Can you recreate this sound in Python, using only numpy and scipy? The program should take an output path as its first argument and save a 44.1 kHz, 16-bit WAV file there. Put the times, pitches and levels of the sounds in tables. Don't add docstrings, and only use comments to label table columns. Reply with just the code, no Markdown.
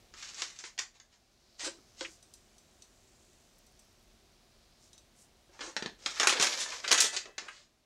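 import sys
import numpy as np
from scipy import signal
from scipy.fft import rfft, irfft
from scipy.io import wavfile

SR = 44100
rng = np.random.default_rng(int(sys.argv[2]) if len(sys.argv) > 2 else 0)


def materialize(psi):
    bounded = np.clip(np.atleast_2d(psi).T, -1, 1)
    quanta = np.round(bounded * 32767).astype(np.int16)
    wavfile.write(sys.argv[1], SR, quanta)


N = 346185
T = np.arange(N) / SR
HIT_T = np.arange(8192) / SR

# [t/s, peak level before trim/dB, tilt/(dB per octave), decay time of the crunch/s]
BUCKLES = [(0.1388,-38.5,-2.5,0.032),(0.2258,-33,1.5,0.034),(0.29,-36,4,0.027),(0.344,-35.5,7,0.034),(0.42,-20,0.5,0.027),(0.4818,-40,15,0.035),(0.589,-33,8.5,.025),(0.6396,-31.5,-2.5,0.027),
           (0.7786,-31,-1,.022),(0.7883,-22.5,1.5,0.017),(0.7908,-19,2,0.015),(0.9998,-42,2,0.016),(1.595,-34,1.5,0.023),(1.63,-34,5,0.018),(2.0092,-25.5,-0.5,0.018),(5.592,-36,-6.5,0.027),(5.6078,-30,-4,0.076),
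           (6.061,-16,-2,0.018),(6.1981,-13,-1.5,0.052),(6.2313,-14.5,-3,0.022),(6.2712,-7,0,0.026),(6.2947,-12,0,0.049),(6.326,-16.5,-1.5,0.03),(6.3985,-15.5,0,.04),(6.412,-16.5,5,0.01),(6.426,-11.5,3.5,0.023),(6.469,-18,-0.5,0.02),
           (6.878,-20,2,0.052),(6.910,-17.5,-4,0.024),(6.9143,-8.5,0.5,0.025),(6.925,-9.5,3,0.015),(6.929,-9,1,0.0059),(6.945,-19,0,.02),(6.9775,-16.5,1.5,0.079),
           (7.0037,-13,9,0.011),(7.0067,-9.5,9,0.017),(7.0211,-14,3.5,.025),(7.165,-21,2,0.034),(7.256,-37.5,-3.5,0.033),(7.3808,-24.5,-1,0.028)]
# [f/Hz, relative level/dB]
FILM_TONE = [(70,-45),(170,-26.5),(350,-6.5),(750,-3),(1400,-1.5),(3000,0.5),(6800,2.5),(9200,-7),(12000,-27),(15500,-49.5)]


def undb(db):
    return 10 ** (np.asarray(db) / 20)


def unit(x):
    return x / np.sqrt(np.mean(x ** 2))


def strike(x):
    return x / np.sqrt(np.mean(x[:132] ** 2))


def curve(rows):
    s, *columns = np.transpose(rows)
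    return [np.interp(T, s, column) for column in columns]


def swell(t, rise, fall):
    return np.exp(-(t / np.where(t < 0, rise, fall)) ** 2)


def add(out, s, x):
    i = int(s * SR)
    out[i:i + len(x)] += x[:len(out) - i]


def band(x, lo_hz, hi_hz, order=2):
    sos = signal.butter(order, [lo_hz, hi_hz], "band", fs=SR, output="sos")
    return signal.sosfilt(sos, x)


def colour(x, points, ripple_db=0, size=4096):
    hz, db = np.transpose(points)
    f = np.maximum(np.arange(size // 2 + 1) * SR / size, 1)
    ripple_f = np.linspace(np.log(200), np.log(SR / 2), 40)
    ripple = np.interp(np.log(f), ripple_f, rng.standard_normal(40))
    response_db = np.interp(np.log(f), np.log(hz), db) + ripple_db * ripple
    cepstrum = irfft(np.log(undb(response_db)))
    cepstrum[1:size // 2] *= 2
    cepstrum[size // 2 + 1:] = 0
    impulse = irfft(np.exp(rfft(cepstrum)))
    return signal.fftconvolve(x, impulse)[:len(x)]


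def grains(count, per_s, spread_db):
    sizes = undb(spread_db * np.minimum(rng.exponential(size=count), 4))
    clicks = rng.random(count) < per_s / SR
    return unit(clicks * rng.choice([-1, 1], count) * sizes)


def crinkle(count, per_s, spread_db, points, ripple_db):
    facets = [colour(grains(count, per_s / 4, spread_db), points, ripple_db) for _ in range(4)]
    return unit(sum(facets))


def fade(t60):
    return np.exp(-np.log(1000) * HIT_T / t60)


def ring(modes, weight_db, scatter_db=1):
    hz, db, t60 = np.transpose(modes)
    gain = undb(db + weight_db(hz) + scatter_db * rng.standard_normal(len(hz)))
    gain = gain * rng.choice([-1, 1], len(hz))
    sines = np.sin(2 * np.pi * hz[:, None] * HIT_T)
    return strike(gain @ (fade(t60[:, None]) * sines))


def crack(lo_hz, hi_hz, t60):
    return strike(band(rng.standard_normal(len(HIT_T)) * fade(t60), lo_hz, hi_hz, order=3))


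def kitchen(x, wet_db=0):
    response = np.zeros(len(HIT_T))
    build_up = 1 - np.exp(-HIT_T / 0.00026)
    for lo, hi, t60, db in [(100, 730, 0.26, -3.5), (750, 2420, 0.21, 1.0),
                            (3050, 9100, 0.22, -3), (6900, SR / 2 - 1, 0.2, -3.0)]:
        tail = rng.standard_normal(len(HIT_T)) * fade(t60) * build_up
        response += undb(db + wet_db) * band(tail / np.linalg.norm(tail), lo, hi)
    response[0] += 1
    return signal.fftconvolve(x, response)


def room_tone():
    # [f/Hz, relative level/dB]
    ventilation = [(15, -31.5), (30, 2.5), (55, -2), (183, -10), (233, -5), (281, -13.5), (368, -7.5),
                   (457, -14.5), (703, -10.5), (826, -17), (1710, -20), (3340, -19.5), (3830, -18.5),
                   (5730, -20.5), (15500, -36)]
    # [t/s, level/dB]
    drift = [(0,-62.5),(.9,-70),(1.35,-69),(1.8,-64.5),(7,-65.5),(7.8,-71.5)]
    db, = curve(drift)
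    return unit(colour(rng.standard_normal(N), ventilation)) * undb(db)


def rustle():
    # [t/s, level of the creases before trim/dB, level of the bass before trim/dB]
    spells = [
        [(0.12, -73, -85), (0.192, -46.5, -78), (0.316, -50.5, -69), (0.442, -50.5, -80), (0.686, -62, -82),
         (0.76, -82, -86)],
        [(5.98, -62, -72), (6.114, -45.5, -61), (6.242, -34.5, -51), (6.306, -76, -60), (6.368, -44, -40),
         (6.416, -32, -38), (6.506, -35, -49.5), (6.658, -42, -53), (6.82, -46.5, -61.5)],
        [(6.82, -46, -51.5), (7.054, -44, -44), (7.192, -73, -90), (7.3, -65, -46.5)],
    ]
    creases_trim_db, bass_trim_db = -3, -4.5
    pressed_db, edge_db = -34, -12
    catch_s, catch_db = 0.012, 3.5
    out = np.zeros(N)
    for spell in spells:
        s, creases_db, bass_db = np.transpose(spell)
        t = np.arange(s[0], s[-1], 1 / SR)
        db = np.interp(t, s, creases_db)
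        creases = crinkle(len(t), per_s=3400, spread_db=3.5, points=FILM_TONE, ripple_db=2.0)

        middle = undb(db + creases_trim_db) * unit(band(creases, 1100, 15000, order=3))
        bass_gain = undb(np.interp(t, s, bass_db) + bass_trim_db)
        bass = bass_gain * unit(band(creases, 130, 636, order=3))
        edge_gain = undb(db + edge_db + 0.5 * (db - pressed_db))
        edge = edge_gain * unit(band(creases, 9250, 16000, order=3))

        catches = np.arange(0, N / SR, catch_s)
        fits = undb(catch_db * np.interp(t, catches, rng.standard_normal(len(catches))))
        ends = signal.windows.tukey(len(t), 0.05)
        add(out, s[0], kitchen((middle + bass + edge) * fits * ends))
    return out


def buckles():
    # [f/Hz, relative level/dB]
    firm_tone = [(70,-44),(170,-26),(350,-5),(750,-6),(1200,-3),(2400,-0.5),(3600,-1),(6800,-1.5),(9500,-13.5),(15000,-39.5)]
    firm_db = -9.5
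    body_per_db, edge_per_db = 0.24, 0.83
    out = np.zeros(N)
    hz, tone_db = np.transpose(firm_tone)
    more_bass = np.interp(hz, [750, 1200], [body_per_db, 0])
    more_top = np.interp(hz, [6800, 9500], [0, edge_per_db])
    for s, db, tilt_db, length in BUCKLES:
        decay = fade(length) + undb(-6.5) * fade(3 * length)
        burst = grains(len(HIT_T), per_s=7000, spread_db=2.0) * decay
        burst[0] += 2.2
        shape = tone_db + tilt_db * np.log2(hz / 1000) + (db - firm_db) * (more_bass + more_top)
        click = colour(burst, np.column_stack([hz, shape]))
        add(out, s, kitchen(undb(db - 9.0) * strike(click)))
    return out


def slides():
    # [t of the crest/s, level/dB, rise plus fall time/s, body/dB]
    strokes = [(0.398,-43.5,0.059,-2.5),(0.603,-51.5,0.027,-2),(0.658,-49.5,.045,-12),(0.957,-63,0.036,4),(1.136,-66.5,0.049,0),(1.614,-41.5,0.043,-3),(1.655,-37,.042,-1),(2.016,-49,0.08,-8),(5.547,-62,0.061,12),(5.647,-47,0.1,6.5),(6.423,-30.5,0.047,5),(6.611,-34,0.054,-11),(7.05,-31,0.039,-10),(7.143,-39.5,0.042,3),(7.449,-55.5,0.075,14.5),(7.55,-59,0.14,-3.5)]
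    rise_share = 0.42
    out = np.zeros(N)
    hz, film_db = np.transpose(FILM_TONE)
    low = np.interp(hz, [700, 2500], [1, 0])
    high = np.interp(hz, [7000, 12000], [0, 1])
    for s, db, length, body_db in strokes:
        rise, fall = length * rise_share, length * (1 - rise_share)
        t = np.arange(-3 * rise, 3 * fall, 1 / SR)
        tone_db = film_db + body_db * low + 0.66 * (db + 34.0) * high
        shape = np.column_stack([hz, tone_db])
        creases = crinkle(len(t), per_s=5500, spread_db=2, points=shape, ripple_db=3.5)
        add(out, s + t[0], kitchen(undb(db) * creases * swell(t, rise, fall)))
    return out


def fingers():
    # [t/s, level/dB, centre f/Hz]
    rubbing = [(1.2,-80,5200),(1.55,-67.5,4900),(2.6,-76.5,6760),(3.3,-72,6830),(4.1,-76,5130),(4.8,-73.5,4500),(5.1,-92,5430)]
    db, centre_hz = curve(rubbing)
    out = np.zeros(N)
    for hz in np.geomspace(2000, 13000, 10):
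        octaves_off = np.log2(hz / centre_hz)
        share = 1 / (1 + (octaves_off / 0.18) ** 2)
        out += share * band(grains(N, per_s=3300, spread_db=4.5), hz / 1.19, hz * 1.16)
    return unit(out) * undb(db)


def tub_bumps():
    # [t/s, level/dB, lowest mode f/Hz]
    bumps = [(1.63,-47,320),(1.663,-37,325),(1.675,-36.5,340),(1.784,-55,275),(2.011,-34,330),(5.491,-55.5,346),(5.609,-50,305),(5.638,-45,327),(5.674,-43,330),(7.04,-40.5,428),(7.166,-45.5,383),(7.255,-45,407)]
    # [ratio to the lowest mode, relative level/dB, t60/s]
    tub_modes = np.array([(1.001,5,0.071),(1.6,1.5,0.072),(3,2,0.019),(4.65,-0.5,0.03)])
    fingertip_s = 0.0019
    out = np.zeros(N)
    push = 1 - np.exp(-HIT_T / fingertip_s)
    for s, db, hz in bumps:
        bump = push * ring(tub_modes * [hz, 1, 1], np.zeros_like, scatter_db=0.0)
        add(out, s, kitchen(undb(db) * band(bump, 260, 4000, order=3), wet_db=-3))
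    return out


def squeak():
    # (t/s, level before the last band-pass/dB, f/Hz)
    slip = (2.0485,-36,2230)
    out = np.zeros(N)
    s, db, hz = slip
    burst = crack(hz / 1.8, hz * 1.5, t60=0.058)
    add(out, s, kitchen(undb(db) * band(burst, hz / 1.35, hz * 1.5), wet_db=-13.0))
    return out


def flicks():
    # [t of the crest/s, level/dB, centre f/Hz]
    rubs = [(2.121,-60,6200),(4.85,-65,6100),(5.215,-63,7160)]
    half_s, width = 0.049, 1.33
    out = np.zeros(N)
    for s, db, hz in rubs:
        hiss = unit(band(grains(N, per_s=3800, spread_db=-3), hz / width, hz * width))
        out += undb(db) * hiss * swell(T - s, half_s, half_s)
    return out


def glass_pings():
    # [t/s, level before the mix of ring and tick/dB, favoured f/Hz]
    strays = [(2.227,-56,8850),(2.338,-49,9800),(2.582,-58.5,10000),(2.822,-50,5930),(3.668,-63,8500),(3.793,-59,10000),(4.931,-53,4870),(4.979,-54,4900)]
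    # [f/Hz, relative level/dB, t60/s]
    glass_modes = [(2580,-9,0.05),(3830,-2.5,0.052),(5990,2.5,0.038),(8270,-2.5,0.036),(10970,-10,0.046),(13450,-16,.035)]
    out = np.zeros(N)
    for s, db, contact_hz in strays:
        ping = ring(glass_modes, lambda hz: -9 * np.abs(np.log2(hz / contact_hz)))
        tick = crack(3370, 8800, t60=0.034)
        add(out, s, kitchen(undb(db) * (undb(-2) * ping + undb(-2.5) * tick), wet_db=-1.5))
    return out


def patter():
    # (t at the thickest/s, half length/s, level of the steady clicks/dB)
    sprinkle = (3.68,0.37,-77)
    s, half_s, db = sprinkle
    clicks = unit(band(grains(N, per_s=400, spread_db=8.0), 5000, 15000))
    return undb(db) * clicks * swell(T - s, half_s, half_s)


def counter_knocks():
    # [t/s, level before trim/dB, dulling/(dB per octave)]
    knocks = [(5.7655,-23,-1.5),(5.824,-28,1.5),(5.860,-27.5,1.5),(6.399,-25.5,4),(7.422,-46.5,2.5)]
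    # [f/Hz, relative level/dB, t60/s]
    counter_modes = [(230,-10.5,0.038),(400,3,0.017),(815,1.5,0.012),(1780,8.5,0.013),(3130,3,0.0092),(4010,8.5,0.011),(4450,4,0.012)]
    out = np.zeros(N)
    for s, db, dull_db in knocks:
        wood = ring(counter_modes, lambda hz: -dull_db * np.log2(hz))
        contact = undb(-3.0 - dull_db) * crack(170, 7800, t60=0.047)
        knock = band(wood + contact, 154, 5900, order=3)
        add(out, s, kitchen(undb(db - 4.0) * knock, wet_db=-0.5))
    return out


def folds():
    # [t of the crest/s, level before trim/dB, resonance f/Hz]
    panels = [(6.17,-40,2280),(6.237,-29,1260),(6.371,-32.5,2990),(6.528,-36.5,3600),(6.663,-40,1480),(6.725,-35.5,2020),(6.847,-34.5,2240),(6.917,-28.5,3000),(7.007,-27,6990),(7.171,-34.5,4410),(7.486,-42,1900)]
    out = np.zeros(N)
    t = HIT_T - 0.02
    for s, db, hz in panels:
        creases = crinkle(len(t), per_s=12000, spread_db=3.0, points=FILM_TONE, ripple_db=2)
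        panel = unit(band(creases, hz / 2.26, hz * 1.54)) + undb(-6) * unit(creases)
        add(out, s + t[0], kitchen(undb(db - 2) * panel * swell(t, 0.005, 0.009)))
    return out


def dish():
    # [f/Hz, relative level/dB, t60/s]
    dish_modes = [(895,-4.5,.5),(1306,0,0.33),(1590,-6.5,0.97),(1740,-1,0.59),(1920,-3,.55),(2000,0,0.63),(2611,-3,0.8),(3200,-4.5,0.71),(3295,-4,.5)]
    from_db, below_db = -10, -33
    out = np.zeros(N)
    hz, db, t60 = np.transpose(dish_modes)
    t = np.arange(SR) / SR
    decay = np.exp(-np.log(1000) * t / t60[:, None])
    for s, peak_db, *_ in BUCKLES:
        if peak_db > from_db:
            phase = 2 * np.pi * rng.random((len(hz), 1))
            modes = decay * np.sin(2 * np.pi * hz[:, None] * t + phase)
            add(out, s, undb(peak_db + below_db) * (undb(db) @ modes))
    return out


def scene():
    pouch = rustle() + buckles() + slides() + folds()
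    tub = tub_bumps() + squeak() + counter_knocks()
    sesame = fingers() + flicks() + glass_pings() + patter()
    return (room_tone() + pouch + tub + sesame + dish())[None]


def record(dry):
    sos = signal.ellip(10, 0.2, 70, 15750, fs=SR, output="sos")
    return signal.sosfilt(sos, dry)


dry = scene()
out = record(dry)
materialize(out)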